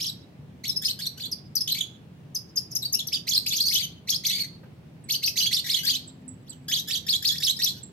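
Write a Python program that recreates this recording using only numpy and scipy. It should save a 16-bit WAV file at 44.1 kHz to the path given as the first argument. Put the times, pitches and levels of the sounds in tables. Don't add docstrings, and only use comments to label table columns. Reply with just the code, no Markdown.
import sys
import numpy as np
from scipy import signal
from scipy.fft import rfft, irfft
from scipy.io import wavfile
from scipy.ndimage import uniform_filter1d

SR = 44100
rng = np.random.default_rng(int(sys.argv[2]) if len(sys.argv) > 2 else 0)


def dump_mix(stems):
    frames = np.atleast_2d(stems).T
    limited = np.clip(frames, -1, 1)
    pcm = np.round(limited * 32767).astype(np.int16)
    wavfile.write(sys.argv[1], SR, pcm)


N = 349272


def gain_of(db):
    return 10 ** (np.asarray(db) / 20)


def evened(x):
    return x / np.sqrt(np.mean(x ** 2) + 1e-20)


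def read(points, hz):
    f, value = np.transpose(points)
    return np.interp(np.log(hz + 1), np.log(f + 1), value)


def wobble(count, hz):
    pole = np.exp(-2 * np.pi * hz / SR)
    skipped = 500
    noise = rng.standard_normal(count + skipped)
    smooth = signal.lfilter([1], [1, -2 * pole, pole * pole], noise)
    return evened(smooth[skipped:])


def add(mix, start_s, sound, side_db):
    for port, lean_db in enumerate((side_db / 2, -side_db / 2)):
        first = max(round(start_s * SR - lean_db), 0)
        part = mix[port, first:][:len(sound)]
        part += gain_of(lean_db) * sound[:len(part)]


def syrinx(hz, level_db, unsteady, rasp):
    # frequency in Hz, relative level in dB.
    throat = [(1700, -6.5), (2200, -6), (3400, 3.5), (5000, 7), (8000, -0.5), (13000, -17), (16000, -20.5)]
    count = len(hz)
    hz = hz * (1 + unsteady * wobble(count, hz=430.0))
    turns = np.cumsum(hz) / SR
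    slope_db = np.interp(hz, [1700, 2100, 3500], [-3, -7, -10])
    order = np.arange(1, 10)[:, None]
    partials = gain_of(slope_db * (order - 1) ** 0.837 + read(throat, order * hz))
    partials *= order * hz < SR / 2.2
    tone = (partials * np.cos(2 * np.pi * order * turns)).sum(0) / np.linalg.norm(partials, axis=0)
    pulse_hz = 300 * (1 + 0.297 * wobble(count, hz=40.41))
    pulses = 1 + 0.401 * np.cos(2 * np.pi * np.cumsum(pulse_hz) / SR)
    pulses += rasp * wobble(count, hz=1500)
    t = np.arange(count) / SR
    attack_s, release_s = .0045, .005
    edges = np.minimum(1, np.minimum(t / attack_s, t[::-1] / release_s))
    unsteady_db = level_db + 2.8 * wobble(count, hz=111.4)
    return np.sqrt(2) * gain_of(unsteady_db) * tone * pulses * edges


def chirp(rows):
    thin_db, thin_max_db = 0.146, 2.5
    s, hz, level_db = np.transpose(rows)
    index = np.arange(len(s))
    t = np.arange(s[0], s[-1], 1 / SR)
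    step = np.interp(t, s, index)
    eased = step - .1 * np.sin(2 * np.pi * step)
    log_hz = np.interp(eased, index, np.log(hz))
    hz = np.exp(uniform_filter1d(log_hz, size=90, mode="nearest"))
    octaves_per_s = abs(np.gradient(np.log2(hz))) * SR
    level_db = np.interp(t, s, level_db) - np.minimum(thin_db * octaves_per_s, thin_max_db)
    strain = np.clip((s[-1] - s[0] - .03) / .05, .3, 1)
    other_hz = 4300 * np.exp(0.22 * wobble(len(t), hz=25.294))
    other = strain ** 2 * syrinx(other_hz, level_db - 10.5, unsteady=0.023, rasp=0.08)
    return syrinx(hz, level_db, unsteady=0.01928, rasp=0.0894) + other


def zigzag(start, lead, rise, fall, rebound, tail, low_hz, shoulder_hz, top_hz, dip_hz, rebound_hz,
           level_db, lead_db, rebound_db):
    shoulder_db, dip_db = 3, -2.5
    lead_climb, lead_swell_db = 1.08, 3.5
    snap_max_s, climb_max_s = 0.013, 0.021
    dip_hold = 0.33
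    jump_time, jump_pitch = 0.18, .55
    top_free_hz, top_loss_db_per_khz = 5280, 1
    sag_share, sag_max_s = .65, 0.038

    snap = min(snap_max_s, 0.52 * rise)
    climb = min(climb_max_s, .9 * (rise - snap))
    top_db = -top_loss_db_per_khz * max(top_hz - top_free_hz, 0) / 1e3
    jump_hz = dip_hz + jump_pitch * (rebound_hz - dip_hz)
    # wait in s, pitch in Hz, level in dB over the call's
    steps = [(start, low_hz, lead_db - lead_swell_db),
             (lead, lead_climb * low_hz, lead_db),
             (snap, shoulder_hz, shoulder_db),
             (rise - snap - climb, shoulder_hz, shoulder_db),
             (climb, top_hz, top_db),
             (fall, dip_hz, dip_db),
             (dip_hold * rebound, dip_hz, dip_db),
             (jump_time * rebound, jump_hz, rebound_db),
             ((1 - dip_hold - jump_time) * rebound, rebound_hz, rebound_db)]
    if tail:
        sag = min(tail, sag_max_s)
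        steps.append((sag, rebound_hz * sag_share ** (sag / sag_max_s), rebound_db))
        if tail > sag:
            steps.append((tail - sag, rebound_hz * sag_share, rebound_db + dip_db))
    wait, hz, db = np.transpose(steps)
    return np.transpose([np.cumsum(abs(wait)), hz, level_db + db])


def tweet(start, length, first_hz, bend_hz, last_hz, level_db, swell_db):
    bend_at, ends_db = .38, -7.5
    high_hz, flick_from, flick_s, flick_db = 4990, 0.62, .004, -4.5
    hold = 0.28
    first_db = level_db + ends_db - swell_db / 2
    last_db = level_db + ends_db + swell_db / 2
    bend_s = bend_at * length
    points = [(start, first_hz, first_db)]
    if first_hz > high_hz:
        points.insert(0, (start - flick_s, flick_from * first_hz, first_db + flick_db))
        points.append((start + hold * bend_s, first_hz, (first_db + level_db) / 2))
    return points + [(start + bend_s, bend_hz, level_db), (start + length, last_hz, last_db)]


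def squawk(start, end, hz, level_db):
    count = round((end - start) * SR)
    wandering_hz = hz * (1 + 0.06 * wobble(count, hz=23.06))
    return syrinx(wandering_hz, level_db, unsteady=0.027, rasp=0.06)


def peep(hz):
    t = np.arange(0, .016, 1 / SR)
    turns = np.cumsum(hz * (1 + 0.091 * np.exp(-t / 0.0056))) / SR
    return np.sin(2 * np.pi * turns) * signal.windows.tukey(len(t), .3)


def knock():
    t = np.arange(0, .05, 1 / SR)
    band = signal.butter(2, [500, 1500], "bandpass", fs=SR, output="sos")
    puff = signal.sosfilt(band, rng.standard_normal(len(t)))
    t60_s = 0.148
    return evened(puff) * gain_of(-60 * t / t60_s) / 2


def surfaces(x):
    # nominal delay in seconds, level in dB ahead of the dulling.
    echoes = [(.0025, -2.5), (.021, -14), (0.046, -24), (0.129, -27)]
    out = np.zeros_like(x)
    for delay_s, db in echoes:
        for port in range(2):
            lag = round(delay_s * rng.uniform(.95, 1.05) * SR)
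            tiles = rng.standard_normal(lag // 5 + 1)
            blurred = signal.oaconvolve(x[port], tiles / np.linalg.norm(tiles))
            out[port, lag:] += gain_of(db) * blurred[:N - lag]
    dull_hz = 7000
    return signal.sosfilt(signal.butter(2, dull_hz, fs=SR, output="sos"), out)


def walls(x):
    # frequency in Hz, T60 in seconds.
    decay = [(1500, 0.43), (4000, 0.424), (14000, 0.22)]
    clumps_db, clumps_hz = 1.5, 26.3
    turn_hz, spacing, length = 1.3, 20, SR // 2
    out, t = np.zeros_like(x), np.arange(N) / SR
    for k in range(3):
        taps = np.zeros((2, length))
        grid = np.arange(60, length - spacing, spacing)
        at = grid + rng.integers(0, spacing, (2, (length - 61) // spacing))
        np.put_along_axis(taps, at, rng.choice([-1., 1.], at.shape), 1)
        taps *= 1 + 2 * np.exp(-np.arange(length) / SR / .04)
        taps *= gain_of([clumps_db * wobble(length, clumps_hz) for port in taps])
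        hz, lag_s, z = signal.stft(taps, SR, nperseg=128)
        z = z * gain_of(-60 * lag_s / read(decay, hz)[:, None])
        tail = signal.istft(z, SR, nperseg=128)[1]
        tail = tail / np.linalg.norm(tail[0])
        turn = np.sqrt(2 / 3) * np.cos(2 * np.pi * turn_hz * t + np.pi * k / 3)
        out += signal.fftconvolve(x * turn, tail, axes=1)[:, :N]
    return out


def town_wash():
    # frequency in Hz, relative density in dB per Hz.
    spectrum = [(50, -41.5), (80, -9.5), (145, -1.5), (390, -18), (760, -26), (1300, -33), (2800, -35),
                (7500, -48.5), (13000, -50.5)]
    # frequency in Hz, left-right likeness (1 = identical).
    likeness = [(60, 0.83), (130, 0.979), (290, 0.806), (640, 0.146), (1400, 0)]
    frames, hz = N // 512 + 5, np.fft.rfftfreq(2048, 1 / SR)
    a, b, c, d, patches = rng.standard_normal((frames, 1025, 5)).T
    patches = uniform_filter1d(patches, size=20, axis=0)
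    patches = evened(uniform_filter1d(patches, size=8, axis=1))
    same = np.clip(read(likeness, hz), -1, 1)[:, None]
    left = a + 1j * b
    right = same * left + np.sqrt(1 - same ** 2) * (c + 1j * d)
    z = np.array([left, right]) * gain_of(read(spectrum, hz)[:, None] + 0.9 * patches)
    wash = signal.istft(z, nperseg=2048, noverlap=1536)[1][:, :N]
    wash_db = -47
    return gain_of(wash_db) * evened(wash)


def town_hum():
    hum_hz, width_hz, hum_db = (144, 4.9, -60.5)
    phase = 2 * np.pi * hum_hz * np.arange(N) / SR
    hum = wobble(N, width_hz) * np.cos(phase) + wobble(N, width_hz) * np.sin(phase)
    return gain_of(hum_db) * hum


def motor():
    # time in seconds, mean level in dB.
    drone = [(5.398, -63), (6.3, -49.5), (6.8, -62.5)]
    motor_hz = 257
    t = np.arange(N) / SR
    s, drone_db = np.transpose(drone)
    level_db = np.interp(t, s, drone_db, -120, -120) + 4.4 * wobble(N, hz=4.6)
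    return gain_of(level_db) * np.sin(2 * np.pi * motor_hz * t)


def through_ports(air):
    # frequency in Hz, gain in dB.
    left_port = [(5000, -2), (7000, -2), (10000, 6.5), (12000, 35), (13500, 25.5), (15500, 6)]
    right_port = [(5000, -0.5), (7000, 3), (9000, 2), (12000, 18), (15500, 6.5)]
    right_late_s = .00005
    hz = np.fft.rfftfreq(N, 1 / SR)
    delay = np.exp(-2j * np.pi * np.outer([0, right_late_s], hz))
    ports = gain_of([read(left_port, hz), read(right_port, hz)]) * delay
    return irfft(rfft(air) * ports, N)


def scene():
    # start, lead, rise, fall, rebound and tail in seconds, low, shoulder, top, dip
    # and rebound pitch in Hz, level in dB, lead-in and rebound level in dB over it.
    zigzags = [ (0.0, 0.00186, 0.0311, 0.02, 0.014, 0.036, 2102, 5166, 5756, 3130, 5748, -31.5, 2.5, 0),
               (0.636, 0.01108, 0.0301, 0.012, 0.046, 0, 2000, 4220, 4300, 3528, 4100, -36, 1, -7),
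               (0.815, 0.0215, 0.035, 0.012, 0.024, 0.01, 1670, 4440, 4302, 3025, 4465, -31.5, -3.5, 4.5),
               (0.988, 0.0183, 0.0332, 0.015, 0.025, 0.0009, 1577, 4387, 4502, 3545, 4400, -35.5, -1.5, 7),
               (1.172, 0.0233, 0.0201, 0.02, 0.037, 0, 1455, 4227, 4900, 3466, 4516, -36, -8.5, 2),
               (3.267, 0.0105, 0.01833, 0.024, 0.029, 0.026, 1942, 5000, 6862, 3357, 5208, -27.5, -6.5, 3.5),
               (3.459, 0.00265, 0.0275, 0.021, 0.033, 0.00075, 2100, 4900, 6770, 3461, 4654, -29.5, 0, 3.5),
               (3.527, 0.0118, 0.0305, 0.018, 0.036, 0.0016, 2150, 4600, 6636, 3270, 5000, -29, -5.5, 6.5),
               (3.703, 0.01675, 0.0212, 0.027, .032, 0.058, 2050, 4209, 6496, 3355, 4694, -24.5, -7, -5.5),
               (4.071, 0.01198, 0.026, 0.013, 0.048, 0, 1978, 4530, 6670, 3264, 5230, -26, -11, 0.5),
               (4.235, 0.00974, 0.0271, 0.018, 0.015, 0.015, 1970, 4400, 6360, 3490, 4240, -26, -6.5, 2),
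               (5.085, 0.00894, 0.0319, 0.015, 0.016, 0.0117, 2050, 4150, 6426, 2986, 4906, -27, -8, -1),
               (5.221, 0.00694, 0.04, 0.011, 0.012, 0, 1973, 4389, 6097, 2634, 4974, -27, -6, -1.5),
               (5.356, 0.01215, 0.0245, 0.017, 0.036, 0, 1950, 4511, 4700, 2888, 3384, -27, -2.5, -4.5),
               (5.509, 0.0126, 0.0318, 0.02, 0.031, 0, 1946, 4380, 5679, 3545, 4617, -25, -4.5, -2.5),
               (5.66, 0.0268, 0.0325, 0.023, 0.026, 0.013, 1660, 4134, 5335, 3315, 4366, -26, -11.5, -2.5),
               (5.83, 0.027, 0.045, 0.016, 0.00164, 0.0062, 1560, 4383, 4865, 3328, 3315, -26.5, -8, 1.5),
               (5.87, 0.01466, 0.0349, 0.015, 0.039, 0.0018, 1800, 3195, 4470, 2999, 4330, -28.5, -6.5, 1.5),
               (6.68, 0.032, 0.04155, 0.018, 0.037, 0, 1630, 3260, 4890, 3241, 4013, -27, -5.5, -3),
               (6.873, 0.03005, 0.03485, 0.017, 0.028, 0.0018, 1680, 3614, 4700, 3218, 3987, -28, -6.5, -1.5),
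               (7.063, 0.01633, 0.0322, 0.024, 0.033, 0, 1690, 4246, 5165, 3345, 4220, -24, -11.5, -2.5),
               (7.222, 0.02033, 0.03195, 0.026, 0.03, 0.0066, 1700, 4253, 5226, 3348, 4384, -22.5, -13, -6.5),
               (7.31, 0.0458, 0.0168, 0.0055, 0.0086, 0.0031, 1730, 3497, 3980, 3390, 5320, -39, 1, 11),
               (7.397, 0.02386, 0.0283, 0.03, 0.037, 0.0014, 1680, 3817, 5440, 3258, 4216, -23.5, -12, -1.5),
               (7.588, 0.02356, 0.0347, 0.025, 0.029, 0.012, 1800, 4420, 5850, 3424, 4438, -24, -9, -4), ]
    # start and length in seconds, first, bend and last pitch in Hz, level in dB,
    # swell from first to last in dB.
    tweets = [ (0.679, 0.031, 5920, 5270, 5270, -27, 7.5), (0.762, 0.01914, 5350, 5170, 5240, -21.5, -3),
              (0.85, 0.027, 5140, 5000, 5370, -23, -9), (1.315, 0.027, 5930, 5060, 4820, -29.5, 3),
              (1.555, 0.035, 5980, 4880, 4300, -24.5, -1.5), (1.607, 0.021, 5380, 5060, 5120, -24, 0),
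              (2.349, 0.028, 6200, 4945, 5100, -28, 8), (2.56, 0.036, 6495, 4990, 5510, -24.5, 8.5),
              (2.711, 0.029, 6600, 5260, 5250, -39.5, 9), (2.752, 0.023, 6430, 5140, 5630, -21, 9.5),
              (2.816, 0.037, 4600, 3900, 4080, -33, -6.5), (2.847, 0.022, 4410, 4540, 4680, -26.5, -2.5),
              (2.926, 0.032, 6540, 5060, 5640, -20, 11.5), (2.931, 0.062, 1799, 2750, 2954, -41, -5),
              (2.987, 0.034, 4520, 3304, 3530, -28, -11), (3.071, 0.0226, 5958, 5850, 3066, -29.5, 2),
              (3.117, 0.063, 2176, 3750, 2920, -31, -7.5), (3.129, 0.0384, 5390, 4690, 4900, -26, -5),
              (3.373, 0.02, 3930, 4400, 5190, -18.5, -20.5), (3.54, 0.062, 4600, 5530, 5400, -37.5, -12.5),
              (3.74, 0.04, 3700, 2950, 3557, -25, 3.5), (4.308, 0.07, 2925, 3490, 4220, -31.5, -15),
              (4.315, 0.11, 4460, 4590, 4320, -30.5, -4), (4.387, .04, 2372, 4429, 4300, -26.5, 4),
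              (5.26, 0.04, 4290, 4830, 6070, -24.5, 3.5), (5.369, 0.058, 6560, 6150, 6460, -33, -8.5),
              (5.42, 0.076, 3900, 4600, 4220, -25, -8), (5.382, 0.032, 4600, 4850, 5050, -27, 2),
              (5.455, 0.028, 1900, 3200, 3500, -25.5, 10), (5.771, 0.066, 3390, 2936, 3300, -32, -12),
              (6.464, 0.077, 2675, 4690, 2960, -48.5, 9.5), (7.556, 0.032, 4200, 5260, 4000, -35.5, 1.5), ]
    # time in seconds, pitch in Hz, level in dB.
    warbles = [
        [(1.674, 3840, -13.5), (1.68, 2973, -26), (1.692, 3900, -28), (1.701, 3013, -27.5), (1.71, 4600, -30),
         (1.728, 4000, -23), (1.738, 5524, -41.5), (1.746, 4223, -30.5), (1.752, 2158, -30),
         (1.76, 2176, -38.5), (1.777, 2346, -36.5), (1.788, 3508, -29.5), (1.8, 3680, -46)],
        [(1.805, 3999, -23.5), (1.812, 3355, -23), (1.82, 3059, -34.5), (1.827, 3419, -36), (1.84, 3346, -33.5),
         (1.865, 3690, -72.5)],
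        [(3.621, 4966, -22), (3.634, 4329, -30), (3.672, 4477, -28.5), (3.684, 4773, -22.5),
         (3.692, 4180, -29.5), (3.703, 5023, -23.5), (3.71, 6050, -44.5), (3.732, 5240, -25.5)],
    ]
    # start and end in seconds, mean pitch in Hz, level in dB.
    squawks = [(3.798, 3.823, 2264, -39.5), (4.259, 4.457, 2252, -40.5), (5.641, 5.738, 2146, -37),
               (5.763, 5.8, 2237, -37.5), (7.738, 7.795, 1596, -55)]
    # start in seconds, gain in dB, pitch it falls towards in Hz.
    peeps = [(5.038, -52, 7820), (6.074, -43.5, 7436), (6.2783, -40, 7648), (6.494, -39, 7572),
             (7.83, -39, 7415)]
    # start in seconds, gain in dB.
    knocks = [(4.633, -46.5)]

    near, far = np.zeros((2, N)), np.zeros((2, N))
    for rows in [tweet(*row) for row in tweets] + [zigzag(*row) for row in zigzags] + warbles:
        add(near, rows[0][0], chirp(rows), 2 * rng.standard_normal())
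    for row in squawks:
        add(near, row[0], squawk(*row), 0)
    for s, db, hz in peeps:
        add(far, s, gain_of(db) * peep(hz), -6)
    for s, db in knocks:
        add(far, s, gain_of(db) * knock(), 0)
    small_beak = signal.butter(4, 1450, "highpass", fs=SR, output="sos")
    direct = signal.sosfilt(small_beak, near) + far
    air = direct + surfaces(direct) + gain_of(-6.0) * walls(direct)
    return through_ports(air) + town_wash() + town_hum() + motor()


def record(dry):
    edge_hz = 16050
    lowpass = signal.firwin(1023, edge_hz, window=("kaiser", 9), fs=SR)
    return signal.oaconvolve(dry, lowpass[None], "same")


dry = scene()
out = record(dry)
dump_mix(out)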